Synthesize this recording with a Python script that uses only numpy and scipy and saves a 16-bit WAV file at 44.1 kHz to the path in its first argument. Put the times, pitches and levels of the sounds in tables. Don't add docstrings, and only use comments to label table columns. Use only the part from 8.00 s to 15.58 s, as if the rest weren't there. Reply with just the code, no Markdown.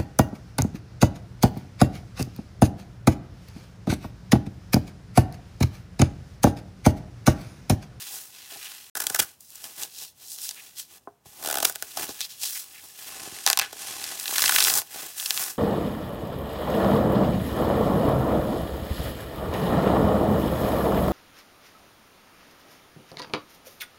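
import sys
import numpy as np
from scipy import signal
from scipy.fft import rfft, irfft
from scipy.io import wavfile

SR = 44100
rng = np.random.default_rng(int(sys.argv[2]) if len(sys.argv) > 2 else 0)


def master(y):
    cut = np.clip(np.atleast_2d(y).T, -1, 1)
    pcm = np.round(cut * 32767)
    wavfile.write(sys.argv[1], SR, pcm.astype(np.int16))


N = 334278
TAPS = 2048
HZ = np.maximum(np.fft.rfftfreq(TAPS, 1 / SR), 1)

# freq_hz, gain_db
ROOM_NOISE = [(20, -94.5), (60, -44), (120, -44), (400, -50.5), (900, -55.5), (2000, -69), (6000, -78.5),
              (16000, -78.5)]
# freq_hz, t60_s
ROOM_DECAY = [(200, 0.23), (1000, 0.27), (4000, 0.21), (14000, 0.058)]
# delay_s, gain (linear)
TUB_ECHOES = [(.0013, -0.13), (.0026, -0.046), (.0034, .12), (.0043, -0.17)]
# centre_hz, width_hz, gain_db
TUB_HOLLOW = [(423, 61, 6.5), (593, 136, -10.5), (728, 284, 14), (910, 113, -3.5), (1078, 186, 4),
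              (1235, 140, -1), (1505, 340, 5.5), (2150, 2000, -3), (2850, 660, 1), (4600, 600, -0.5),
              (5430, 940, 1.5)]
# freq_hz, gain_db
MIC_RESPONSE = [(20, -16), (50, -6), (100, -5.5), (300, -7), (1000, -3.5), (3000, 0), (7000, 0.5),
                (11000, 0), (16000, 0.5)]
SILENCE_FROM_S, SILENCE_TO_S = 0.899, 0.951
EDGE_HZ = 16000

# start_s, level_db, brightness_hz, tub_db (re ring, rattle)
KNOCK_EVENTS = [(0.519, -14, 574, 15.5), (.557, -6, 600, 5), (1.103, 6.5, 450, -21), (1.198, 14, 296, -14),
                (1.211, 5, 260, -20), (3.073, 3.5, 900, 1), (3.256, -11.5, 700, 2), (3.259, 4, 140, -20),
                (4.09, 8.5, 400, -21), (5.212, -3, 160, -15), (5.272, 4.5, 450, -10), (5.32, .5, 304, -6),
                (5.604, -7, 180, -15), (5.758, -7, 524, -13), (5.93, -7, 250, -15), (6.291, 0.5, 870, -19),
                (6.325, 4.5, 890, -17), (6.773, -2, 1500, -17), (6.785, 1, 1310, -13),
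                (6.957, 1.5, 600, -10), (7.029, -5, 504, -6)]
# freq_hz, level_db (re ring), t60_s
TUB_RING_MODES = [(290, -2, .1), (409, 3, 0.18), (590, -18, .14), (700, 4, 0.15), (1050, -10.5, 0.12),
                  (1327, -25, .12)]
# start_s, level_db, length_s, pitch_hz
SCUFF_EVENTS = [(.365, -49, 0.053, 2700), (0.651, -30, 0.026, 2800), (2.559, -31.5, 0.052, 2300),
                (4.211, -24.5, 0.049, 3840), (4.548, -26, 0.034, 2230), (4.734, -34.5, 0.077, 2150)]

# time_s, level_db
HOLDING_RUB = [(0, -55), (.8, -49), (1.29, -46), (1.37, -61.5), (1.45, -66), (1.56, -45), (1.9, -53),
               (2.13, -66), (2.22, -46.5), (2.68, -45), (2.73, -52.5), (2.97, -54.5), (3.01, -64),
               (3.24, -79), (3.26, -50.5), (4.15, -40), (4.29, -49.5), (4.62, -45.5), (4.96, -47),
               (5.0, -40), (5.45, -39), (5.7, -48), (5.78, -38.5), (6.3, -41), (6.86, -49), (7.05, -39.5),
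               (7.57, -55)]
HOLDING_PITCH_HZ, HOLDING_POWDER_DB, HOLDING_HOLLOW_DB = 2700, 1.5, -4
# full_pressure_s, rise_s, hold_s, release_s, level_db, grit_pitch_hz,
# powder_db (re level), hollow_db (re level, before rubbing's body trim)
STROKE_EVENTS = [(0.0, 0.039, 0.069, 0.26, -35.5, 2930, 0, -10.5),
                 (0.122, 0.094, 0.038, .23, -42.5, 2000, 8.5, 3),
                 (0.374, 0.12, 0.036, 0.16, -40, 3080, -6.5, -9),
                 (0.522, 0.12, 0.17, 0.28, -36.5, 2600, -2.5, -10.5),
                 (0.959, .01, 0.23, 0.15, -39, 1330, 3, 3.5), (1.41, 0.023, 0.21, .15, -63, 2000, 15, 1),
                 (1.64, 0.012, 0.017, 0.13, -42.5, 2420, 4.5, 4.5),
                 (1.807, 0.08, 0.018, .08, -34, 2610, 4, 1.5), (2.005, 0.14, 0.022, .1, -35, 4400, 0, -7.5),
                 (2.312, .13, 0.031, 0.092, -36.5, 8000, -1.5, -39),
                 (2.418, 0.057, 0.065, 0.057, -37.5, 4000, 6, -28),
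                 (2.792, 0.044, 0.0038, 0.07, -32.5, 4250, 1, -20),
                 (2.927, 0.049, 0.054, 0.012, -49.5, 3050, 1.5, 2),
                 (3.463, 0.18, .17, 0.15, -39.5, 2400, 4, 9.5),
                 (3.656, 0.035, 0.028, 0.062, -32.5, 1500, 7, 0.5),
                 (3.823, 0.0092, 0.0087, 0.11, -48, 2140, 3, 8),
                 (3.981, 0.044, 0.049, 0.076, -30, 2000, 0.5, 4.5),
                 (4.091, 0.028, 0.013, 0.024, -32, 4200, -3.5, 7.5),
                 (4.201, 0.014, 0.054, 0.019, -38, 3830, 0, -14),
                 (4.295, .01, 0.027, 0.058, -38.5, 3900, -3, -18),
                 (4.435, 0.064, 0.013, 0.087, -26, 4160, 0.5, -14.5),
                 (4.507, 0.11, 0.083, 0.072, -39, 2530, 9, -13), (4.84, 0.034, 0.014, .04, -47, 2860, 6, 6),
                 (4.987, .012, .13, .08, -43, 2200, -8, -6), (5.14, 0.18, 0.085, 0.44, -38.5, 1910, 0, 4.5),
                 (5.473, .015, 0.031, 0.058, -23, 1300, -1, -14),
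                 (5.613, 0.018, 0.0097, 0.098, -22.5, 2180, -12, -6),
                 (5.863, 0.22, 0.28, 0.15, -34.5, 2500, 0.5, 0.5),
                 (6.402, 0.28, 0.27, 0.087, -23.5, 2120, 3.5, -4),
                 (6.677, 0.1, .11, 0.052, -29, 1310, 8.5, 3),
                 (6.958, 0.09, 0.054, 0.18, -34.5, 2160, -0.5, 0.5),
                 (7.186, 0.054, 0.23, 0.17, -34, 2020, 6, -7), (7.364, 0.044, .11, .1, -32.5, 1820, 4, 1)]
FADE_DB, FADE_CURVE = 26, 1.31
GRIP_WANDER_HZ, GRIP_WANDER_DB = 22, 0.8
MUFFLED_FROM_S, MUFFLED_TO_S, MUFFLED_EASE_S, MUFFLED_HZ = 5.1, 6.2, 0.066, 12400

# middle_s, level_db, run_s, pitch_hz, hollow_db (re brick gain)
TEAR_EVENTS = [(0.954, -19, 0.001, 1390, -2), (0.972, -22, 0.0046, 1210, -1),
               (1.0043, -16, 0.0023, 1480, -3), (1.0211, -23.5, 0.0045, 1460, -4),
               (1.04, -24, 0.0017, 1240, -20), (1.0688, -10.5, 0.00079, 3130, -0.5),
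               (1.1003, -18, 0.0015, 1320, -24), (1.1479, -13, 0.0018, 1680, -1),
               (1.161, -18, 0.0028, 1250, -17), (1.1931, -12.5, 0.0025, 1690, 1.5),
               (1.2, -10, 0.0037, 2950, -8), (1.224, -23, 0.0086, 1390, -4),
               (1.6419, -28, 0.00095, 3350, 2.5), (3.6291, -17, 0.0025, 2900, 7),
               (3.652, -7.5, 0.0027, 2400, -1.5), (3.6979, -19.5, .0013, 1200, -5),
               (3.7244, -24, .0003, 8000, -17), (3.754, -32, 0.0021, 1500, -4),
               (3.758, -15, 0.00023, 2600, -6), (3.8247, -6.5, .00012, 1390, -3),
               (3.9735, -22.5, 0.0019, 4230, 8.5), (5.73, -31.5, 0.0027, 3000, 8)]
# middle_s, level_db, run_s, pitch_hz
SNAP_EVENTS = [(5.4646, 0, 0.00075, 3400), (5.4755, 3, 0.00026, 1880), (5.488, -11, 0.00051, 4120),
               (5.5014, 2, 0.00061, 2870), (5.5308, 2, 0.00034, 2310), (5.5742, 6, 0.00033, 1630),
               (5.5904, -1.5, 0.00099, 1960), (5.5966, -2, 0.00078, 2960), (5.6146, -9.5, 0.00058, 2160)]
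# middle_s, level_db, run_s, pitch_hz
POP_EVENTS = [(1.408, -39, 0.0017, 9500), (1.5046, -32, .0004, 9100), (1.557, -34.5, 0.0022, 9000),
              (1.8343, -17.5, 0.0013, 4660), (2.387, -23, 0.00073, 3960), (2.4913, -12, .00018, 4660),
              (2.511, -23, .0015, 4290), (4.2071, -9.5, 0.00028, 3700), (4.2141, -14.5, 0.00063, 3770),
              (4.434, -17, 0.0011, 5140), (4.46, -20, 0.001, 4760), (5.3877, -19.5, 0.00047, 2500),
              (6.0416, -14.5, 0.0006, 3370), (6.1987, -20, 0.00089, 5830), (6.2573, -16, .00069, 2840),
              (6.2796, -12, 0.00042, 2820), (6.3604, -14, 0.0031, 2300), (6.3825, -3.5, 0.00082, 2240),
              (6.394, -6.5, 0.00063, 2370), (6.421, -4.5, 0.00058, 3610), (6.4403, -3, 0.00086, 2010),
              (6.4594, -10, 0.0029, 3530), (6.4798, -3, .00052, 2280), (6.4945, -3, 0.0016, 1940),
              (6.5223, -7.5, 0.0013, 1920), (6.562, 0, 0.00036, 2370), (6.5855, -7, 0.0028, 2370),
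              (6.6054, -7.5, 0.002, 3280), (6.6251, -1.5, 0.00037, 2600), (6.6406, -7, 0.00057, 7000),
              (6.649, -8, 0.0012, 3680), (6.6716, -10, 0.0017, 2210), (6.682, -11, 0.0019, 1690),
              (6.7, -10.5, 0.002, 3730), (6.7393, -3, 0.00012, 6600), (6.7653, -11, 0.00064, 1470),
              (6.8182, -14, 0.00055, 1430), (7.1991, -14, 0.0004, 3500), (7.2607, -12.5, 0.00097, 3800),
              (7.307, 3.5, 0.0001, 4100), (7.376, -3, 0.00012, 2850)]
# centre_hz, width_hz, gain_db
GOUGED_COLOUR = [(780, 83, -5.5), (1074, 240, -8), (1500, 480, 7.5), (2150, 1000, -2.5), (3370, 2800, 1.5),
                 (4200, 320, -5.5)]
# centre_hz, width_hz, gain_db
SNAPPED_COLOUR = [(623, 200, 2), (960, 340, 9.5), (3000, 360, -5), (5800, 420, 3)]
TEAR_POWDER_DB = -0.2
SNAP_POWDER_DB, SNAP_HOLLOW_DB = -10, -13
POP_POWDER_DB, POP_HOLLOW_DB = -9, -16.5
JUDDER_START_S, JUDDER_GAP_S, JUDDER_SLOWING_S, JUDDER_JITTER_S = 3.427, 0.0112, 0.00039, 0.001
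JUDDER_SWELL_DB, JUDDER_SWELL_S = 13, 0.023
JUDDER_DB, JUDDER_RUN_S, JUDDER_HZ, JUDDER_HOLLOW_DB = -18, 0.0015, 2400, 5.5


def amp(db):
    return 10 ** (np.asarray(db) / 20)


def read(points, hz):
    f, value = np.transpose(points)
    return np.interp(np.log(hz), np.log(f), value)


def add(mix, start_s, sound):
    part = mix[max(round(start_s * SR), 0):][:len(sound)]
    part += sound[:len(part)]


def causal(gain):
    cepstrum = irfft(np.log(np.maximum(gain, 1e-5)))
    cepstrum[1:TAPS // 2] *= 2
    cepstrum[TAPS // 2 + 1:] = 0
    return irfft(np.exp(rfft(cepstrum)))


def peaks(table):
    return amp(sum(db / (1 + (2 * (HZ - hz) / width_hz) ** 2) for hz, width_hz, db in table))


def resonance(pitch_hz, sharpness):
    return 1 / (1 + (sharpness * (HZ / pitch_hz - pitch_hz / HZ) / 2) ** 2)


def delay_lows(ring):
    turns = 1.3 * np.arctan(HZ / 380) + 0.9 * np.arctan(HZ / 1300) + 1.5 * np.arctan(HZ / 5000)
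    return irfft(rfft(ring) * np.exp(-2j * np.pi * turns))


def wander(rate_hz):
    knots = rng.standard_normal(N // 16)
    return np.interp(np.arange(N) * rate_hz / SR, np.arange(len(knots)), knots) * np.sqrt(3 / 2)


def cells(per_s, spread_db):
    breaks = rng.random(N) < per_s / SR
    size = amp(spread_db * np.clip(rng.standard_normal(N), -2.5, 2.5))
    clicks = breaks * rng.choice([-1, 1], N) * size
    return clicks / np.std(clicks)


def grit(hz, pitch_hz):
    return 1 / (1 + 0.5 * (hz / pitch_hz - pitch_hz / hz) ** 2)


def powder(hz, low_hz=5500, high_hz=15000):
    return 1 / np.sqrt((1 + (low_hz / hz) ** 4) * (1 + (hz / high_hz) ** 2))


def body(hz, low_hz, high_hz):
    return 1 / np.sqrt((1 + (hz / high_hz) ** 4) * (1 + (low_hz / hz) ** 4))


def room_noise():
    return signal.oaconvolve(rng.standard_normal(N), causal(amp(read(ROOM_NOISE, HZ))))[:N]


def surround(x, room_db=-24):
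    x = signal.oaconvolve(x, causal(peaks(TUB_HOLLOW)))[:N]
    hz, t, z = signal.stft(rng.standard_normal(SR // 3), SR, nperseg=256)
    hz = np.maximum(hz, 1)[:, None]
    decay = amp(-60 * t / read(ROOM_DECAY, hz))
    tail = signal.istft(z * decay / np.sqrt(1 + (hz / 5000) ** 2), SR, nperseg=256)[1]
    response = np.zeros(SR // 2)
    response[0] = 1
    add(response, 0.005, amp(room_db) * tail / np.linalg.norm(tail))
    for delay_s, gain in TUB_ECHOES:
        add(response, delay_s, gain * np.hanning(7)[1:-1] / 2)
    return signal.oaconvolve(x, response)[:N]


def knocking(ring_db=-53, rattle_db=-30, rattle_t60_s=0.067):
    out, t = np.zeros(N), np.arange(SR // 4) / SR
    modes = sum(amp(db - 60 * t / t60_s) * np.sin(2 * np.pi * hz * t) for hz, db, t60_s in TUB_RING_MODES)
    ring = amp(ring_db) * modes
    rattles = amp(rattle_db - 60 * t / rattle_t60_s) * rng.standard_normal((len(KNOCK_EVENTS), len(t)))
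    for (start_s, level_db, bright_hz, tub_db), rattle in zip(KNOCK_EVENTS, rattles):
        band = body(HZ, low_hz=0.3 * bright_hz, high_hz=2.2 * bright_hz)
        push = causal(band / np.sqrt(1 + (HZ / (1.36 * bright_hz)) ** 10))
        response = (t == 0) + amp(tub_db) * (ring + rattle)
        add(out, start_s, amp(level_db) * signal.fftconvolve(delay_lows(push), response))
    return out


def scuffing(sharpness=4.7):
    out = np.zeros(N)
    grains = cells(per_s=1500, spread_db=3)
    for start_s, level_db, length_s, pitch_hz in SCUFF_EVENTS:
        run = grains[round(start_s * SR):][:round(length_s * SR)]
        run = run * signal.windows.tukey(len(run), 0.3)
        ring = causal(resonance(pitch_hz, sharpness))
        add(out, start_s, amp(level_db) * signal.fftconvolve(run, ring))
    return out


def handwork():
    s = np.arange(0, N, 64) / SR
    powers = [amp(np.interp(s, *np.transpose(HOLDING_RUB))) ** 2]
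    colours = [(HOLDING_PITCH_HZ, HOLDING_POWDER_DB, HOLDING_HOLLOW_DB)]
    for full_s, rise_s, hold_s, release_s, level_db, *colour in STROKE_EVENTS:
        before, after = (full_s - s) / rise_s, (s - full_s - hold_s) / release_s
        away = np.maximum(np.maximum(before, after), 0)
        powers.append(amp(level_db - FADE_DB * away ** FADE_CURVE) ** 2)
        colours.append(colour)
    total = np.sum(powers, 0)
    share = np.array(powers) / total
    pitch_hz, powder_db, hollow_db = np.transpose(colours)
    mixed_pitch_hz = np.exp(np.log(pitch_hz) @ share)
    mixed_powder_db = 10 * np.log10(amp(powder_db) ** 2 @ share)
    mixed_hollow_db = 10 * np.log10(amp(hollow_db) ** 2 @ share)
    return s, 10 * np.log10(total), mixed_pitch_hz, mixed_powder_db, mixed_hollow_db


def crumbs(yield_db=-25, per_s=330, spread_db=6.0, sharpness=1.9, count=12):
    s, level_db, pitch_hz = handwork()[:3]
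    t = np.arange(N) / SR
    work_db, grit_hz = np.interp(t, s, level_db), np.interp(t, s, pitch_hz)
    effort = amp(work_db) / (1 + amp(yield_db - work_db))
    clicks = cells(per_s, spread_db) * effort
    kind = rng.integers(0, count, N)
    out = np.zeros(N)
    for k, hz in enumerate(np.geomspace(750, 9000, count)):
        chosen = clicks * (kind == k) * grit(hz, grit_hz)
        out += signal.oaconvolve(chosen, delay_lows(causal(resonance(hz, sharpness))))[:N]
    return 2 * out


def rubbing(grit_db=-0.03, body_db=-1.5, stick_db=-32):
    s, level_db, pitch_hz, powder_db, hollow_db = handwork()
    time_s = np.arange(N) / SR
    pressure = 1 / (1 + amp(stick_db - np.interp(time_s, s, level_db)))
    slip = wander(rate_hz=260) * (0.35 + 0.65 * pressure)
    unsteady_db = GRIP_WANDER_DB * wander(rate_hz=GRIP_WANDER_HZ)

    def stream(clicks, slip_db, db):
        level = amp(np.interp(time_s, s, db) + unsteady_db)
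        return signal.stft(clicks * amp(slip_db * slip) * level, SR, nperseg=512)

    hz, t, coarse = stream(cells(per_s=7300, spread_db=7.0), 3.74, level_db + grit_db)
    fine = stream(cells(per_s=28000, spread_db=6.5), 2.6, level_db + powder_db)[2]
    low = stream(cells(per_s=1800, spread_db=5), 3.1, level_db + hollow_db + body_db)[2]
    hz = np.maximum(hz, 1)[:, None]
    closed = np.clip(np.minimum(t - MUFFLED_FROM_S, MUFFLED_TO_S - t) / MUFFLED_EASE_S, 0, 1)
    fine = fine / np.sqrt(1 + closed * (hz / MUFFLED_HZ) ** 8)
    grit_hz = np.exp(np.interp(t, s, np.log(pitch_hz)))
    z = coarse * grit(hz, grit_hz) + fine * powder(hz) + low * body(hz, low_hz=70, high_hz=900)
    return signal.istft(z, SR, nperseg=512)[1][:N]


def judder(count=14):
    k = np.arange(count)
    since_s = JUDDER_GAP_S * k + JUDDER_SLOWING_S * k * (k - 1) / 2
    late, size_db = rng.standard_normal((count, 2)).T
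    level_db = JUDDER_DB + size_db - JUDDER_SWELL_DB * np.exp(-since_s / JUDDER_SWELL_S)
    middle_s = JUDDER_START_S + since_s + JUDDER_JITTER_S * late
    return [(s, db, JUDDER_RUN_S, JUDDER_HZ, JUDDER_HOLLOW_DB) for s, db in zip(middle_s, level_db)]


def fractures():
    gouged, snapped = peaks(GOUGED_COLOUR), peaks(SNAPPED_COLOUR)
    rows = [(*row, TEAR_POWDER_DB, hollow_db, gouged) for *row, hollow_db in list(TEAR_EVENTS) + judder()]
    rows += [(*row, SNAP_POWDER_DB, SNAP_HOLLOW_DB, snapped) for row in SNAP_EVENTS]
    return rows + [(*row, POP_POWDER_DB, POP_HOLLOW_DB, 1) for row in POP_EVENTS]


def cracking(snap_s=0.0005, brick_hz=700, brick_sharpness=2.16, brick_db=3.0, thump_db=-13):
    out, t = np.zeros(N), (np.arange(TAPS) - TAPS // 2) / SR
    cracks = fractures()
    showers = np.resize(cells(per_s=20000, spread_db=2), (len(cracks), TAPS))
    brick = amp(brick_db) * resonance(brick_hz, brick_sharpness)
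    brick = brick + amp(thump_db) * body(HZ, low_hz=90, high_hz=450)
    for (middle_s, level_db, run_s, pitch_hz, powder_db, hollow_db, grip), shower in zip(cracks, showers):
        run_s = max(run_s, 1e-4)
        snap = np.exp(-(run_s / snap_s) ** 2)
        burst = shower * np.exp(-0.5 * (t / run_s) ** 2)
        burst *= np.sqrt(1 - snap) / np.linalg.norm(burst)
        burst[TAPS // 2] = np.sqrt(snap)
        colour = grip * np.hypot(grit(HZ, pitch_hz), amp(powder_db) * powder(HZ))
        size = amp(level_db) * np.sqrt(np.sqrt(np.pi) * run_s * SR)
        add(out, middle_s + t[0], size * signal.fftconvolve(burst, delay_lows(causal(colour))))
        kick = np.roll(t == 0, -round(run_s * SR / 2))
        shake = burst + np.sqrt(1 - snap) * kick
        shake = shake / np.linalg.norm(shake)
        shudder = signal.fftconvolve(shake, delay_lows(causal(grip * brick)))
        add(out, middle_s + t[0], size * amp(hollow_db) * shudder)
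    return out


def scene():
    foam = rubbing() + scuffing() + cracking() + crumbs()
    return (surround(foam + knocking()) + room_noise())[None]


def record(dry):
    t = np.arange(N) / SR
    x = signal.oaconvolve(dry, causal(amp(read(MIC_RESPONSE, HZ)))[None])[:, :N]
    audible = (t < SILENCE_FROM_S) | (t > SILENCE_TO_S)
    x = np.clip(x * audible, -1, 1)
    lowpass = signal.firwin(511, EDGE_HZ, window=("kaiser", 8), fs=SR)
    return signal.oaconvolve(x, lowpass[None], "same")


dry = scene()
out = record(dry)
master(out)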